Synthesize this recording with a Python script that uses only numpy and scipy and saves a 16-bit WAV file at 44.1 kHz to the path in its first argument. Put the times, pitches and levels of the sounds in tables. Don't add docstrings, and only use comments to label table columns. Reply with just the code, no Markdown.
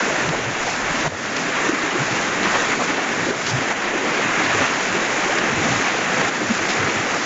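import sys
import numpy as np
from scipy import signal
from scipy.io import wavfile

SR = 44100
rng = np.random.default_rng(int(sys.argv[2]) if len(sys.argv) > 2 else 0)


def log_audio(samples):
    frames = np.atleast_2d(samples).T
    limited = np.clip(frames, -1, 1)
    pcm = np.round(limited * 32767).astype(np.int16)
    wavfile.write(sys.argv[1], SR, pcm)


N = 319725


def from_db(db):
    return 10 ** (np.asarray(db) / 20)


def rms_one(x):
    return x / np.sqrt(np.mean(x ** 2) + 1e-20)


def at_hz(spectrum, hz):
    f_hz, level_db = np.transpose(spectrum)
    return np.interp(np.log(hz), np.log(f_hz), level_db)


def bell(u_s, width_s):
    return np.exp(-np.log(2) * (2 * u_s / width_s) ** 2)


def drift(corner_hz):
    step = 40
    pole = np.exp(-2 * np.pi * corner_hz * step / SR)
    white = rng.standard_normal(N // step + 2002)
    slow = signal.lfilter([1], [1, -2 * pole, pole * pole], white)[2000:]
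    slow = rms_one(slow - slow.mean())
    return np.interp(np.arange(N) / step, np.arange(len(slow)), slow)


def bursts(per_s, spread_db):
    sizes = from_db(spread_db * np.minimum(rng.exponential(1, N), 5))
    signs = rng.choice([-1, 1], N)
    born = rng.random(N) < per_s / SR
    return rms_one(sizes * signs * born)


def patchy(spectrum, swell, near_share, per_s, spread_db, patchy_db, flicker_hz):
    low_hz, high_hz = spectrum[0][0], spectrum[-1][0]
    edges_hz = low_hz * 2 ** np.arange(0, np.log2(high_hz / low_hz) + 0.25, 0.25)
    drives = []
    for _ in range(3):
        far = np.sqrt(1 - near_share) * rng.standard_normal(N)
        near = np.sqrt(near_share) * bursts(per_s, spread_db)
        drives.append(far + near)
    out = 0
    for k, (low, high) in enumerate(zip(edges_hz, edges_hz[1:])):
        bandpass = signal.butter(2, [low, high], "band", fs=SR, output="sos")
        band = signal.sosfilt(bandpass, drives[k % 3])
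        level_db = at_hz(spectrum, np.sqrt(low * high)) + patchy_db * drift(flicker_hz)
        out = out + band * from_db(level_db)
    return rms_one(out * swell)


def swells(floor_db, rows):
    t = np.arange(N) / SR
    power = from_db(2 * floor_db)
    for peak_s, peak_db, width_s in rows:
        power = power + from_db(2 * peak_db) * bell(t - peak_s, width_s)
    return np.sqrt(power)


def wading_levels():
    # t/s, gurgle/dB, rush/dB, spray/dB
    wading = [(0.0, -24.5, -22, -28.5), (0.52, -27.5, -24, -30), (0.7, -30, -21.5, -26.5),
              (0.83, -28, -24.5, -30.3), (1.02, -26.5, -22.5, -28.5), (1.17, -28.5, -24, -29.5),
              (1.45, -26, -22.5, -29.2), (1.6, -27.5, -21.5, -28.7), (2.3, -27, -22, -28.5),
              (2.46, -26, -20.5, -27.5), (2.65, -28, -22, -27.5), (3.05, -26, -23, -30.5),
              (3.46, -27, -22, -26), (3.6, -30, -22.5, -28.5), (3.78, -26, -21, -29),
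              (4.1, -24.5, -21, -28.5), (4.62, -28.5, -19.3, -27.5), (4.7, -29, -22, -29.5),
              (4.97, -26, -21, -28.8), (5.45, -27.5, -22.5, -30.5), (5.67, -24, -21.5, -28),
              (5.8, -27.5, -21.5, -28), (6.03, -29, -23, -29), (6.17, -24.5, -21, -27),
              (6.35, -26.5, -21.5, -27.5), (7.25, -27, -22, -28.5)]
    sway_db, sway_hz = 0.74, 3.3
    t_s, *levels_db = np.transpose(wading)
    t = np.arange(N) / SR
    return [from_db(np.interp(t, t_s, level_db) + sway_db * drift(sway_hz)) for level_db in levels_db]


def slosh(heave):
    # f/Hz, level/dB
    slosh_spectrum = [(50, -36.5), (70, -17), (100, -0.5), (135, 3.5), (180, -14)]
    # t/s, peak level/dB, width at half power/s
    surges = [(0.3, -32, .09), (0.466, -32, 0.088), (0.753, -41, 0.11), (1.07, -39, 0.32),
              (2.107, -35, .12), (2.56, -44.5, 0.37), (3.244, -36.5, .15), (3.546, -25.5, 0.077),
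              (4.276, -39, .05), (4.553, -31.5, .12), (4.93, -41, 0.036), (5.61, -30.5, 0.11),
              (5.736, -29.5, 0.079), (6.184, -42, 0.22), (6.5, -36, 0.1), (6.64, -34, .06),
              (6.83, -26.5, 0.062), (7.0, -36, .04)]
    water = patchy(slosh_spectrum, from_db(0.6 * heave), near_share=0.57, per_s=40,
                   spread_db=2.0, patchy_db=-1.0, flicker_hz=16)
    return swells(-47.5, surges) * water


def gurgle(level, heave):
    # f/Hz, level/dB
    gurgle_spectrum = [(90, -26.5), (130, -8), (185, -1), (226, 1), (332, 2), (438, -1.5), (800, -5.5),
                       (1040, -27)]
    return level * patchy(gurgle_spectrum, from_db(0.36 * heave), near_share=0.23, per_s=150,
                          spread_db=2.0, patchy_db=1.5, flicker_hz=6.7)


def rush(level, heave):
    # f/Hz, level/dB
    rush_spectrum = [(350, -23.5), (600, -2), (955, -1), (1400, 0.5), (1900, 1.5), (2500, -3), (3100, -9.5),
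                     (3800, -14), (4700, -47.5)]
    return level * patchy(rush_spectrum, from_db(1.35 * heave), near_share=0.15, per_s=1500,
                          spread_db=2.0, patchy_db=0.61, flicker_hz=6)


def spray(level, heave):
    # f/Hz, level/dB
    spray_spectrum = [(2000, -31), (3000, -8), (3800, -4), (4700, -4.5), (5600, -4), (6600, 0), (7400, 1.5),
                      (8600, -4)]
    return level * patchy(spray_spectrum, from_db(0.83 * heave), near_share=0.28, per_s=2800,
                          spread_db=4.5, patchy_db=0.96, flicker_hz=11)


def droplets(per_s, low_hz, high_hz, decay_cycles, spread_db):
    out = np.zeros(N + SR)
    for when, pitch, size in rng.random((round(per_s * N / SR), 3)):
        hz = low_hz * (high_hz / low_hz) ** pitch
        samples = np.arange(round(4 * decay_cycles * SR / hz))
        decays = samples * hz / SR / decay_cycles
        cycles = decay_cycles * (decays + 0.041 * decays ** 2)
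        ping = np.exp(-decays) * np.sin(2 * np.pi * cycles)
        gain = from_db(-spread_db * np.log(size + 1e-2))
        start = int(when * N)
        out[start:start + len(ping)] += gain * ping
    return rms_one(out[:N])


def wind():
    # f/Hz, level/dB
    wind_spectrum = [(12, -4), (30, 5), (60, 1), (90, -14)]
    # t/s, peak level/dB, width at half power/s
    puffs = [(0.36, -41, .1), (0.64, -36, .04), (0.85, -42.5, .3), (2.56, -46, .2), (3.29, -40, .04),
             (3.88, -46, .15), (4.89, -47, .08), (5.47, -44.5, .1), (5.75, -45, .08), (6.7, -48.5, .1)]
    rumble = patchy(wind_spectrum, from_db(1.5 * drift(9.6)), near_share=0.4, per_s=24,
                    spread_db=2.0, patchy_db=-0.5, flicker_hz=5)
    return swells(-61, puffs) * rumble


def gulps():
    # t/s, peak level/dB, pitch f/Hz
    pockets = [(0.032, -25, 224), (0.082, -20, 433), (0.299, -17.5, 156), (0.393, -17, 433),
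               (0.48, -24, 126), (0.91, -24.5, 164), (1.078, -17, 150), (1.14, -25, 95),
               (1.696, -11.5, 322), (1.738, -16, 272), (1.845, -16.5, 308), (1.961, -15.5, 358),
               (2.014, -17.5, 142), (2.126, -25.0, 128), (2.455, -17, 350), (2.906, -19, 288),
               (2.986, -15.5, 738), (3.311, -12.5, 408), (3.543, -23, 119), (3.959, -14, 361),
               (3.991, -21.5, 284), (4.197, -21, 496), (4.344, -23, 306), (4.444, -18, 272),
               (4.953, -18, 391), (5.19, -21, 308), (5.528, -20, 226), (5.594, -27, 101), (5.658, -17, 235),
               (5.705, -27, 150), (6.198, -25, 165), (6.419, -17.5, 363), (6.511, -11.5, 226),
               (7.0, -28, 110)]
    length_cycles = 4.3
    small_per_s, small_db, small_low_hz, small_high_hz = 3.3, -24.5, 236, 524
    rows = list(pockets)
    for when, size, pitch in rng.random((round(small_per_s * N / SR), 3)):
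        hz = small_low_hz * (small_high_hz / small_low_hz) ** pitch
        rows.append((when * N / SR, small_db + 6 * (size - 0.5), hz))
    out = np.zeros(N + SR)
    for peak_s, level_db, hz in rows:
        phase, rise = rng.random(2)
        length_s = length_cycles / hz
        u = np.arange(-2 * length_s, 3 * length_s, 1 / SR)
        cycles = hz * (u + 0.097 * rise * u ** 2 / length_s) + phase
        piece = from_db(level_db) * bell(u, length_s) * np.sin(2 * np.pi * cycles)
        start = round((peak_s - 2 * length_s) * SR)
        out[max(start, 0):start + len(u)] += piece[max(-start, 0):]
    return out[:N]


def slaps():
    # t/s, rms level before the envelope/dB, centre f/Hz
    slap_rows = [(0.289, -17, 2000), (.628, -25, 6000), (1.258, -23, 4500), (1.364, -18, 4500),
                 (2.431, -16, 1500), (2.449, -21, 2000), (2.505, -22, 1200), (2.556, -25, 1500),
                 (2.598, -24, 1800), (2.704, -21, 2000), (3.465, -17, 3500), (3.507, -22, 5000),
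                 (5.384, -16.5, 3000), (6.690, -20, 3500), (6.702, -17, 4500), (6.735, -19, 3000)]
    attack_s, decay_s = 0.0004, 0.0045
    u = np.arange(SR // 5) / SR
    envelope = (1 - np.exp(-u / attack_s)) * np.exp(-u / decay_s)
    out = np.zeros(N + SR)
    for start_s, level_db, hz in slap_rows:
        bandpass = signal.butter(1, [hz / 1.2, hz * 1.6], "band", fs=SR, output="sos")
        band = signal.sosfilt(bandpass, rng.standard_normal(len(u)))
        start = round(start_s * SR)
        out[start:start + len(u)] += from_db(level_db) * rms_one(band) * envelope
    return out[:N]


def splashes():
    # t/s, rms level before the envelope/dB, centre f/Hz
    splash_rows = [(0.336, -20, 741), (0.682, -25.5, 741), (1.066, -22, 741), (1.126, -24, 741),
                   (1.158, -28, 1691), (1.368, -30, 1691), (1.572, -23, 1691), (2.454, -19, 1691),
                   (2.551, -21, 741), (2.73, -19, 1691), (2.812, -21, 741), (2.894, -23.5, 1691),
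                   (2.987, -26, 741), (3.339, -23.5, 741), (3.474, -26, 3605), (3.495, -25, 6123),
                   (3.722, -25.3, 741), (3.858, -30, 3605), (4.082, -23, 1691), (4.148, -31, 6123),
                   (4.452, -29, 3605), (4.627, -29, 741), (5.33, -29, 741), (5.381, -26, 1691),
                   (6.221, -26.5, 741), (6.706, -23.5, 1691), (6.712, -27, 4800), (7.157, -26, 741)]
    width_s = 0.034
    half = SR // 10
    u = np.arange(-half, half) / SR
    out = np.zeros(N + SR)
    for peak_s, level_db, hz in splash_rows:
        white, size = rng.standard_normal((2, len(u)))
        drops = white * from_db(3.2 * size)
        bandpass = signal.butter(2, [hz / 1.75, hz * 1.35], "band", fs=SR, output="sos")
        band = signal.sosfilt(bandpass, drops)
        start = round(peak_s * SR)
        out[start:start + len(u)] += from_db(level_db) * rms_one(band) * bell(u, width_s)
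    return out[half:half + N]


def scene():
    gurgle_level, rush_level, spray_level = wading_levels()
    heave = 0.2 * drift(19) + 0.5 * drift(49)
    creek = (slosh(heave) + gurgle(gurgle_level, heave)
             + rush(rush_level, heave) + spray(spray_level, heave))
    pings = droplets(per_s=160, low_hz=353.7, high_hz=4480, decay_cycles=3.8, spread_db=3.0)
    near = rush_level * from_db(-11.5) * pings
    mono = creek + near + wind() + gulps() + slaps() + splashes()
    return np.array([mono, mono])


def record(dry):
    # t/s, depth/dB, recovery time constant/s
    drops = [(.297, -3, 0.3), (1.081, -10, 0.13), (1.697, -3.5, 0.46), (3.312, -5.5, 0.15),
             (3.728, -6, 0.21), (6.297, -5, 0.16)]
    t = np.arange(N) / SR
    drop_db = np.zeros(N)
    for start_s, depth_db, recovery_s in drops:
        since_s = np.maximum(t - start_s, 0)
        drop_db += depth_db * (t > start_s) * np.exp(-since_s / recovery_s)
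    ease = signal.cheby2(8, 30, 7900, fs=SR, output="sos")
    cut = signal.ellip(14, 0.5, 70, 7740, fs=SR, output="sos")
    eased = signal.sosfilt(ease, dry * from_db(drop_db))
    return signal.sosfilt(cut, eased)


dry = scene()
out = record(dry)
log_audio(out)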